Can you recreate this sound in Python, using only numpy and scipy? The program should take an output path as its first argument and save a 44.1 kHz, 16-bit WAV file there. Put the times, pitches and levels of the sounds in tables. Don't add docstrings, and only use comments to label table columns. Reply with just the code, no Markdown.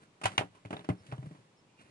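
import sys
import numpy as np
from scipy import signal
from scipy.fft import rfft, irfft, next_fast_len
from scipy.io import wavfile
from scipy.ndimage import uniform_filter1d

SR = 44100
rng = np.random.default_rng(int(sys.argv[2]) if len(sys.argv) > 2 else 0)


def digitize_waveform(pressure):
    field = np.atleast_2d(pressure).T
    bounded = np.clip(field, -1, 1)
    quanta = np.round(bounded * 32767).astype(np.int16)
    wavfile.write(sys.argv[1], SR, quanta)


N = 83790


def undb(db):
    return 10 ** (np.asarray(db) / 20)


def unit(x):
    return x / np.sqrt(np.mean(x ** 2))


def colour(x, points):
    size = next_fast_len(2 * x.shape[-1], real=True) // 2 * 2
    hz, db = np.array(points, float).T
    freqs = np.maximum(np.fft.rfftfreq(size, 1 / SR), 1)
    gain = undb(np.interp(np.log(freqs), np.log(hz), db))
    cepstrum = irfft(np.log(gain))
    cepstrum[1:size // 2] *= 2
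    cepstrum[size // 2 + 1:] = 0
    return irfft(rfft(x, size) * np.exp(rfft(cepstrum)))[..., :x.shape[-1]]


def highpass(x, hz):
    return signal.lfilter(*signal.butter(1, hz, "high", fs=SR), x)


def fade(t, rise_s, t60_s):
    return (1 - np.exp(-t / rise_s)) * np.exp(-np.log(1000) * t / t60_s)


def burst(envelope):
    noise = rng.standard_normal(len(envelope))
    for _ in range(3):
        power = uniform_filter1d(np.abs(rfft(noise * envelope)) ** 2, size=160)
        noise = unit(irfft(rfft(noise) / np.sqrt(power), len(noise)))
    sound = noise * envelope
    return sound / np.sqrt(np.sum(sound ** 2))


def level_curve(points):
    times, db = np.array(points).T
    return undb(np.interp(np.arange(N) / SR, times, db))


def add(out, start_s, sound):
    i = max(int(start_s * SR), 0)
    out[..., i:i + sound.shape[-1]] += sound[..., :N - i]


def left_first(x, lag_s=0.00037):
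    i = np.arange(len(x))
    return np.array([x, np.interp(i - np.round(lag_s * SR), i, x, left=0)])


# freq_hz, level_db
ROOM_TONE_SPECTRUM = [(25, -14.5), (50, -23), (75, -14.5), (110, -5.5), (160, 1), (230, -5), (400, -7),
                      (700, -12), (1000, -10.5), (1600, -19), (2600, -17.5), (4500, -23), (8000, -27),
                      (10400, -33.5)]


def room_tone(level_db=-66, shared_below_hz=600):
    noise = rng.standard_normal((3, N))
    share = 1 / (1 + (np.fft.rfftfreq(N, 1 / SR) / shared_below_hz) ** 2)
    rumble = np.sqrt(share) * rfft(noise[0])
    hiss = np.sqrt(1 - share) * rfft(noise[1:])
    return undb(level_db) * unit(colour(irfft(rumble + hiss, N), ROOM_TONE_SPECTRUM))


# time_s, level_db
RUB_LEVELS = [(0, -69.5), (.03, -59), (.09, -76.5), (.19, -73.5), (.33, -52), (.5, -71.5), (.57, -67.5),
              (.63, -72.5), (.78, -63.5), (.97, -67), (1.1, -59.5), (1.2, -65), (1.37, -65), (1.5, -74),
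              (1.73, -87), (1.815, -57.5), (1.85, -65.5), (1.9, -63.5)]
# freq_hz, gain_db
RUB_SPECTRUM = [(40, -17.5), (75, 6.5), (140, 18.5), (330, 12.5), (600, 9), (950, 2.5), (1500, 7),
                (2600, -2), (4000, -2.5), (6500, -14), (9500, -15)]


def rubbing(grain_db=2):
    grain = undb(grain_db * unit(uniform_filter1d(rng.standard_normal(N), size=120)))
    grit = unit(colour(grain * rng.standard_normal(N), RUB_SPECTRUM))
    return left_first(grit * level_curve(RUB_LEVELS))


# freq_hz, gain_db, t60_s (before the cap)
TANK_MODES = [(180.3, 11, .16), (290.4, 3.5, 0.15), (325, -1, .14), (415.7, 7, .16), (555.4, -2, .14),
              (618.6, 7, 0.066), (763, 4, 0.16), (973, 0, .09), (1255, -1, 0.04), (1517, -1, .14),
              (1973, 2, 0.26), (2177, -5, .11), (2760, 1.5, 0.12), (3104, 4.5, .11)]


def tank_ring(t, t60_cap_s=0.2):
    ring = np.zeros(len(t))
    for hz, db, t60_s in TANK_MODES:
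        rate = np.log(1000) / min(t60_s, t60_cap_s)
        ring += 2 * rate / SR * undb(db) * np.exp(-rate * t) * np.sin(2 * np.pi * hz * t)
    return ring


# start_s, contact_ms, hollow_db, body_db, clack_db, tick_db, spot_hz, spot_boost_db
CLOSE_KNOCKS = [(0.2138, 6.3, -54, -41.5, -48, -58.5, 2300, 5),
                (0.2346, 27, -49, -35, -35.5, -45.5, 2600, 11.5),
                (0.239, 3.6, -41, -50, -34, -45, 2110, 10.5),
                (0.2554, 4, -40.5, -25.5, -23.5, -36, 2094, 0.5),
                (.317, 2.6, -68, -49.5, -49, -60.5, 2780, 8),
                (0.379, 3.4, -36.5, -30, -20.5, -39.5, 3700, 10.5),
                (.390, 5.2, -47, -31, -68, -82, 740, 12), (0.4106, 1.3, -35, -30, -39.5, -62, 700, -2),
                (0.4201, 2.7, -46, -38, -56, -72, 786, 6), (0.445, 1.9, -43.5, -63, -67, -71, 634, -6),
                (0.549, 36, -62, -64, -58.5, -70, 1016, 20.5),
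                (0.6502, 2.9, -49.5, -45, -57.5, -67, 2250, 19), (.657, 3.5, -48, -73, -51.5, -70, 2350, 8),
                (0.7061, 4, -40, -39.5, -46.5, -58, 3030, 8.5),
                (0.728, 4.2, -36.5, -34.5, -42.5, -59, 2180, 5.5),
                (.7365, 1.8, -36.5, -40.5, -49, -64, 600, 0), (.766, 3.5, -52, -46, -47, -64, 3600, 16),
                (0.7916, 5.5, -46, -47, -55.5, -69.5, 3630, 20), (.807, 4.9, -48.5, -55, -53, -73, 800, 0),
                (.844, 8.7, -50, -51, -49, -68.5, 5210, 14.5),
                (0.8891, 1.66, -28.5, -31, -39, -53.5, 283, 10),
                (0.8999, 3.8, -29.5, -42, -48.5, -106, 2130, 19.5),
                (1.066, 2.1, -73.5, -82, -54.5, -63, 2530, 3), (1.114, 7, -54, -60.5, -47, -69, 2290, 0),
                (1.1225, 5.5, -44, -36.5, -47.5, -66, 5400, 10),
                (1.18, 1.3, -53.5, -51, -67, -73, 3100, 15),
                (1.227, 4.7, -46.5, -54.5, -62, -75, 2100, 13.5),
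                (1.257, 24, -47.5, -54, -63, -67.5, 2067, 10), (1.31, 6.3, -47.5, -58.5, -63, -79, 1900, 7),
                (1.348, 30, -53.5, -62, -61, -82, 1000, 14)]
BAND_CENTRES_HZ = [300, 800, 2500, 8000]
# freq_hz, gain_db
KNOCK_SPECTRUM = [(40, -39), (90, -1.5), (170, -0.5), (300, 2.5), (480, -2), (790, -1.5), (990, -4.5),
                  (1150, -6), (1550, -8), (2200, -13), (3000, -8.5), (3600, -13.5), (5500, -17.5),
                  (7500, -18.5), (10200, -19.5)]


def knocks(gain_db=38.5, push_s=0.00036, spot_width_oct=0.29):
    out, t = np.zeros((2, N)), np.arange(SR // 2) / SR
    modes = tank_ring(t)
    push = undb(-4) * t / push_s ** 2 / SR * np.exp(-t / push_s)
    ring_fade = fade(t, rise_s=0.0016, t60_s=0.1)
    room_fade = fade(t, rise_s=0.0016, t60_s=0.23)
    freqs = np.geomspace(100, 11000, 160)
    for start_s, contact_ms, *band_db, spot_hz, spot_boost_db in CLOSE_KNOCKS:
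        contact = (1 - np.exp(-t / 0.0006)) * np.exp(-(1000 * t / contact_ms) ** 2)
        chatter = highpass(burst(contact), hz=590)
        spot_db = spot_boost_db / (1 + (2 * np.log2(freqs / spot_hz) / spot_width_oct) ** 2)
        crack = colour(push + chatter, list(zip(freqs, spot_db)))
        dense_ring = undb(-5) * highpass(burst(ring_fade), hz=260)
        direct = left_first(crack + modes + dense_ring)
        scatter = highpass([burst(ring_fade) for _ in range(2)], hz=880)
        reverb = undb(-16) * np.array([burst(room_fade) for _ in range(2)])
        add(out, start_s, colour(direct + scatter + reverb, list(zip(BAND_CENTRES_HZ, band_db))))
    return undb(gain_db) * colour(out, KNOCK_SPECTRUM)


# start_s, level_db, mid_pitch_hz, t60_s
GLASS_THUMPS = [(0.2456, -28.5, 108.3, .15), (0.382, -28.5, 121.8, 0.16), (.5, -56.5, 109, 0.2),
                (0.651, -37, 112.6, .13), (0.728, -37.5, 160, 0.16), (0.8932, -22, 122.5, .11),
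                (0.999, -49, 100.6, 0.13), (1.083, -43, 131, .2), (1.1239, -26, 135, .1),
                (1.183, -28.5, 134, 0.12), (1.237, -30.5, 142, 0.065), (1.264, -30.5, 148.6, 0.091),
                (1.31, -38.5, 153.3, 0.11), (1.384, -48.5, 124.2, 0.1), (1.836, -50, 108, 0.066)]


def thumps(rise_s=0.005, pitch_sag=0.094):
    out, t = np.zeros(N), np.arange(SR // 2) / SR
    for start_s, db, mid_hz, t60_s in GLASS_THUMPS:
        rise = 1 - np.exp(-(t / rise_s) ** 2)
        decay = np.exp(-np.log(1000) * t / t60_s)
        hz = mid_hz * (1 + pitch_sag * (2 * decay - 1))
        add(out, start_s, -undb(db) * rise * decay * np.sin(2 * np.pi * np.cumsum(hz) / SR))
    return left_first(out)


# start_s, level_db, pitch_hz, length_s
HARD_CLACKS = [(0.2558, -24, 770, 0.017), (0.2556, -22, 980, 0.0088), (.2562, -25, 2990, .005),
               (.3793, -13.5, 2843, 0.0041), (.3794, -21.5, 2246, 0.0039), (0.3784, -17.5, 950, 0.0043),
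               (0.378, -35, 6010, 0.0053), (0.6502, -37, 703, 0.0039), (0.707, -32, 330, .007),
               (.7662, -36.5, 740, 0.0065), (.7675, -42.5, 3750, 0.0042), (0.7946, -47, 3670, 0.0037)]


def clacks(rise_s=0.00089):
    out = np.zeros(N)
    for start_s, db, hz, length_s in HARD_CLACKS:
        t = np.arange(int(length_s * SR)) / SR
        envelope = (1 - np.exp(-t / rise_s)) * np.cos(np.pi / 2 * t / length_s)
        add(out, start_s, undb(db) * envelope * np.sin(2 * np.pi * hz * t))
    return left_first(out)


# start_s, length_s, level_db
FAINT_CHIRPS = [(0.971, 0.056, -71), (1.563, 0.055, -71.5)]


def chirps(settled_hz=5240, fall_hz=300, fall_s=0.0162, waver_hz=35):
    out = np.zeros(N)
    for start_s, length_s, db in FAINT_CHIRPS:
        t = np.arange(int(length_s * SR)) / SR
        waver = unit(uniform_filter1d(rng.standard_normal(N), size=150))[:len(t)]
        hz = settled_hz + fall_hz * np.exp(-t / fall_s) + waver_hz * waver
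        envelope = np.sin(np.pi * t / length_s)
        add(out, start_s, undb(db) * envelope * np.sin(2 * np.pi * np.cumsum(hz) / SR))
    return np.array([out, out])


# time_s, level_db
SCRAPE_LEVELS = [(1.659, -101), (1.691, -77), (1.748, -86), (1.801, -62.5), (1.84, -74), (1.9, -79)]


def scrape(pitches_hz=(2451, 2770), width_hz=90):
    resonances = [signal.iirpeak(hz, hz / width_hz, SR) for hz in pitches_hz]
    ring = sum(signal.lfilter(b, a, rng.standard_normal(N)) for b, a in resonances)
    return left_first(unit(ring) * level_curve(SCRAPE_LEVELS))


# freq_hz, left_minus_right_db
PORT_BALANCE = [(100, 1.5), (200, .5), (340, 2), (800, 0.44), (1050, -1.5), (1400, -6.5), (2100, -9),
                (3300, -1.5), (4500, 3), (6000, 12.5), (9000, 21.5)]


def microphone_ports(pair):
    left = colour(pair[0], [(hz, db / 2) for hz, db in PORT_BALANCE])
    right = colour(pair[1], [(hz, -db / 2) for hz, db in PORT_BALANCE])
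    return np.array([left, right])


def scene():
    close = microphone_ports(knocks() + clacks() + thumps() + rubbing() + scrape())
    low_cut = signal.butter(2, 55, "high", fs=SR, output="sos")
    return signal.sosfilt(low_cut, close) + chirps() + room_tone()


def record(dry):
    return signal.sosfilt(signal.ellip(10, 0.2, 70, 10450, fs=SR, output="sos"), dry)


dry = scene()
out = record(dry)
digitize_waveform(out)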